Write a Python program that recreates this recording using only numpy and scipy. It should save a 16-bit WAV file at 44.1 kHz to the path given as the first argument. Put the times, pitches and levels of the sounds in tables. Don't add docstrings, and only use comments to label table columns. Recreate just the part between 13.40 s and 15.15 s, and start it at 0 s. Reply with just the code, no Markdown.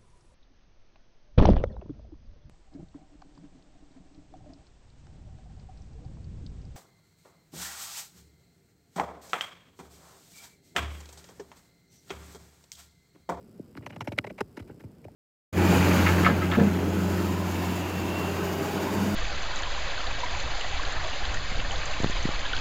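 import sys
import numpy as np
from scipy import signal
from scipy.fft import rfft, irfft
from scipy.io import wavfile

SR = 44100
rng = np.random.default_rng(int(sys.argv[2]) if len(sys.argv) > 2 else 0)


def pcm_store(signal):
    levels = np.round(np.clip(np.atleast_2d(signal), -1, 1) * 32767)
    wavfile.write(sys.argv[1], SR, levels.astype(np.int16).T)


def how_loud(loudness_db):
    steps = np.asarray(loudness_db, float) / 20
    return 10 ** steps


N = 77175

SIZE = 8192
HZ = np.fft.rfftfreq(SIZE, 1 / SR) + 1
LEAD = 512


def evened(x):
    return x / np.sqrt(np.mean(x ** 2) + 1e-20)


def read(points, hz):
    f, value = np.transpose(points)
    return np.interp(np.log(hz + 1), np.log(f + 1), value)


def add(mix, s, sound):
    part = mix[round(s * SR) - LEAD:][:len(sound)]
    part += sound[:len(part)]


# f/Hz, relative level/dB per Hz
AIR_SPECTRUM = [(32, -42.5), (55, -5.5), (214, -1), (247, 0.5), (278, -17), (388, -5), (437, -9),
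                (851, -25), (1310, -27), (1440, -26.5), (1740, -32), (2210, -32), (3640, -37.5),
                (5200, -35), (6000, -40.5), (7800, -38.5), (11400, -44), (13800, -38), (16300, -50)]


def air():
    level_db = -55
    f = np.fft.rfftfreq(N, 1 / SR)
    noise = irfft(rfft(rng.standard_normal(N)) * how_loud(read(AIR_SPECTRUM, f)), N)
    return how_loud(level_db) * evened(noise)


# first t/s, last t/s, repeats per s
TICK_TRAINS = [(.0113, 1.45, 60.0), (.0158, 1.75, 29.97)]
TICK_LEVELS = (-50.5, -51)
# f/Hz, width of the noisy part/Hz, relative level/dB
TICK_PEAKS = [(3100, 500, -8), (5000, 800, -1), (7800, 800, -1), (10000, 900, -4), (14100, 900, -2)]


def ticks():
    burst_s, spread_db, loose_share = .0007, 1.5, .2
    gate, t = np.zeros(N), np.arange(300) / SR
    for (first, last, rate), db in zip(TICK_TRAINS, TICK_LEVELS):
        at = np.round(np.arange(first, last, 1 / rate) * SR).astype(int)
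        at = at[at < N]
        gate[at] = how_loud(db + spread_db * rng.standard_normal(len(at)))
    shape = np.e * t / burst_s * np.exp(-t / burst_s) ** 2
    tones = sum(how_loud(db) * np.sin(2 * np.pi * hz * t) for hz, width, db in TICK_PEAKS)
    same = np.convolve(gate, shape * tones)[:N]

    f = np.fft.rfftfreq(N, 1 / SR)
    peaks = sum(how_loud(db) * np.exp(-.5 * ((f - hz) / width) ** 2) for hz, width, db in TICK_PEAKS)
    noise_bursts = np.convolve(gate, shape)[:N] * rng.standard_normal(N)
    loose = irfft(rfft(noise_bursts) * peaks, N)
    return .5 * (1 - loose_share) * same + loose_share * loose


# f/Hz, width/Hz, level/dB
CASE_MODES = [(110.4, 20, -2.8), (291.6, 150, 0.6), (400, 29, -6.5), (590, 38, 1), (910, 138, 0),
              (1416, 310, -7.5), (2130, 340, -6.5), (2864, 100, -4.5), (3440, 200, -27.5), (3982, 250, 1.5),
              (5180, 750, -9), (6100, 300, -7), (8800, 320, 2)]


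def case_response():
    modes = (how_loud(db) * 1j * width * HZ / (hz ** 2 - HZ ** 2 + 1j * width * HZ)
             for hz, width, db in CASE_MODES)
    return 1 + sum(modes)


CASE_RING = case_response()


def travel(x, gain):
    lag_cycles = 2.3
    turns = lag_cycles * np.log(HZ / HZ[-1]) + HZ * LEAD / SR
    return irfft(rfft(x, SIZE) * gain * np.exp(-2j * np.pi * turns) * CASE_RING)


def push(peak_db, hz, octaves):
    band = np.exp(-.5 * (np.log2(HZ / hz) / octaves) ** 2)
    out = travel(np.ones(1), band)
    return how_loud(peak_db) * out / abs(out).max()


# t/s, level/dB
GRIP_LEVEL = [(0, -58), (.3, -60), (.45, -51.5), (.75, -53), (.95, -54.5), (1.1, -58.5), (1.3, -52.5),
              (1.75, -62)]


def grip():
    pushes_per_s, spread_db = 300, 2.5
    sign_and_size = how_loud(spread_db * np.minimum(rng.exponential(1, N), 4)) * rng.choice([-1., 1.], N)
    pushes = sign_and_size * (rng.random(N) < pushes_per_s / SR)
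    rumble = signal.fftconvolve(pushes, push(0, 176, 0.99))[LEAD:N + LEAD]
    level_db = np.interp(np.arange(N) / SR, *np.transpose(GRIP_LEVEL))
    return how_loud(level_db) * evened(rumble)


# start t/s,
# length/s, rms level/dB, tilt above the peak/dB per octave, share of the length spent rising, squeak f/Hz
SKIN_SLIPS = [(0.363, 0.027, -51.5, 1, 0.19, 4480), (0.415, 0.042, -60.5, -9, 0.24, 2580),
              (0.458, .017, -44.5, 0, 0.23, 6100), (0.489, 0.025, -52, -2.5, .6, 5900),
              (0.52, 0.03, -55, -7, 0.14, 2800), (0.554, 0.016, -48.5, -2.5, 0.59, 6160),
              (0.6038, 0.022, -40.5, -1.5, 0.11, 5650), (0.642, 0.025, -60, 6.5, 0.12, 1800),
              (0.6703, .024, -43.5, -0.5, .08, 5730), (0.7153, .023, -47, 2, .15, 2390),
              (0.764, 0.003, -62, -0.5, .4, 2110), (0.772, 0.023, -41, -0.5, 0.43, 4000),
              (0.7852, 0.0044, -35.5, 3, 0.64, 5060), (0.838, 0.016, -41, -5, 0.28, 1800),
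              (0.863, 0.016, -44.5, -2, 0.32, 2170), (0.891, 0.022, -48.5, -4, 0.44, 2030),
              (0.975, 0.032, -46, -2, 0.24, 2300), (1.003, 0.014, -32.5, 0, 0.26, 5080),
              (1.163, 0.023, -48, 0, 0.36, 4770), (1.193, 0.017, -51, 1, 0.15, 2400),
              (1.217, 0.018, -64.5, 2, 0.4, 4000), (1.27, 0.036, -64, 1.5, 0.095, 2530),
              (1.294, 0.032, -61, -11, 0.13, 1500), (1.392, 0.028, -58, 1.5, .3, 1540),
              (1.433, 0.018, -62, 3, 0.26, 2300), (1.640, .014, -57, 3, 0.23, 2420)]
# f/Hz, relative level/dB per Hz
SKIN_COLOUR = [(290, -18.5), (500, -3.5), (773, -4), (1180, -9.5), (2360, -8.5), (2770, -13), (3700, -22.5),
               (6610, -26), (7310, -26), (8960, -33.5), (9770, -33), (12100, -28.5), (15300, -38.5),
               (16000, -51)]


def slips():
    peak_hz, fade_db, grain_db = 2800, -16.5, 2.5
    squeak_boost_db, squeak_octaves = 6, 0.11
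    out = np.zeros(N)
    noises = rng.standard_normal((len(SKIN_SLIPS), 2048))
    sizes = rng.exponential(1, (len(SKIN_SLIPS), 128))
    for (s, length, db, tilt_db, rise, squeak_hz), noise, size in zip(SKIN_SLIPS, noises, sizes):
        u = np.arange(2048) / SR / length
        shape = np.minimum(u / rise, 1) ** 2 * how_loud(fade_db * u ** 3)
        grain_size = np.minimum(np.repeat(size, 16), 4)
        grains = shape * noise * how_loud(grain_db * grain_size)
        squeak_db = squeak_boost_db * np.exp(-.5 * (np.log2(HZ / squeak_hz) / squeak_octaves) ** 2)
        slope_db = tilt_db * np.log2(np.maximum(HZ / peak_hz, 1))
        sound = travel(grains, how_loud(read(SKIN_COLOUR, HZ) + squeak_db + slope_db))
        rms = np.sqrt((sound ** 2).sum() / (length * SR))
        add(out, s, how_loud(db) * sound / rms)
    return out


# t/s, peak level/dB, f/Hz, width/octaves
CASE_SNAPS = [(0.352, -47.5, 2050, 0.45), (0.3738, -34, 1400, 0.27), (.3761, -44, 4430, 0.15),
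              (.4381, -54, 1510, 0.64), (0.4637, -26.5, 2170, 0.27), (.4649, -47.5, 4200, 0.094),
              (0.4701, -38.5, 2440, 0.25), (0.5057, -36.5, 1900, 0.46), (0.5631, -42, 2010, 0.47),
              (0.6089, -27.5, 2700, 0.34), (.6751, -27, 2210, 0.36), (.7226, -33, 2470, 0.49),
              (0.7863, -18.5, 3320, 0.39), (0.7868, -11, 2080, 0.2), (.7871, -18.5, 1467, 0.25),
              (0.7868, -32, 8800, 0.15), (0.7881, -17.5, 2800, 0.23), (0.8716, -47, 3510, .75),
              (1.0074, -30, 1700, 0.65), (1.0106, -21.5, 1630, 0.31), (1.0122, -28.5, 920, 0.26),
              (1.2973, -46.5, 1500, 0.24), (1.299, -46, 790, 0.13), (1.1736, -33, 1400, 0.37),
              (1.1741, -38, 960, 0.15), (1.1918, -44, 2310, 0.36), (1.1981, -58, 2460, 0.087),
              (1.6491, -52.5, 2510, 0.21), (1.6826, -52.5, 1810, 0.31)]


def snaps():
    out = np.zeros(N)
    for s, db, hz, octaves in CASE_SNAPS:
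        add(out, s, push(db, hz, octaves))
    return out


# t/s, knock peak level/dB, knock f/Hz, knock width/octaves,
# thud peak level/dB, thud f/Hz
FINGER_TAPS = [(0.1936, -31.5, 330, 0.51, -38.5, 158), (.352, -46, 686, 0.78, -38.5, 194),
               (.374, -35.5, 283, 0.27, -38, 114), (.409, -50, 796, 0.58, -46, 145),
               (.464, -32, 805, 0.89, -40.5, 126), (.507, -48, 675, 0.79, -42, 125),
               (.563, -39.5, 585, .6, -37, 147), (.607, -25, 904, 0.46, -33.5, 122),
               (.673, -24.5, 605, 0.37, -32.5, 107), (0.6743, -27.5, 294, 0.43, -46, 149),
               (0.7199, -35.5, 352, 0.33, -32, 151), (.717, -29.5, 593, 0.38, -34.5, 115),
               (0.7788, -27, 570, 0.32, -35.5, 114), (.786, -31, 274, 0.295, -44, 150),
               (.844, -30, 590, 0.35, -41.5, 125), (.871, -34, 428, 0.35, -43, 126),
               (.904, -33.5, 600, 0.27, -39, 186), (0.876, -54, 300, 0.45, -46.5, 70.3),
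               (1.004, -39.5, 614, 0.96, -28.5, 197), (1.008, -23.5, 400, 0.17, -36, 125),
               (1.172, -32.5, 305.6, 0.41, -46.5, 148), (1.195, -36.5, 280, 0.53, -37, 88),
               (1.297, -37, 400, .4, -44.5, 120), (1.401, -47, 412, 0.27, -62, 118),
               (1.437, -39.5, 327, 0.71, -35.5, 106), (1.650, -35, 430, 0.51, -41.5, 105),
               (.915, -38, 302, 0.61, -67, 120), (1.718, -47, 294, .5, -61, 121),
               (.985, -44, 594, 0.25, -48.5, 72.5), (1.683, -40, 706, 0.21, -55, 121)]


def taps():
    thud_octaves = .48
    out = np.zeros(N)
    for s, knock_db, knock_hz, knock_octaves, thud_db, thud_hz in FINGER_TAPS:
        knock = push(knock_db, knock_hz, knock_octaves)
        thud = push(thud_db, thud_hz, thud_octaves)
        add(out, s, knock + thud)
    return out


def scene():
    return (air() + ticks() + grip() + slips() + snaps() + taps())[None]


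def band_limit(x):
    return signal.sosfilt(signal.butter(12, 16480, fs=SR, output="sos"), x)


def record(dry):
    low_cut = signal.butter(4, 31, "high", fs=SR, output="sos")
    cut = signal.sosfilt(low_cut, dry)
    edge = signal.firwin(511, 15900, window=("kaiser", 9), fs=SR)
    mix = signal.oaconvolve(cut, edge[None], "same")
    return band_limit(mix)


dry = scene()
out = record(dry)
pcm_store(out)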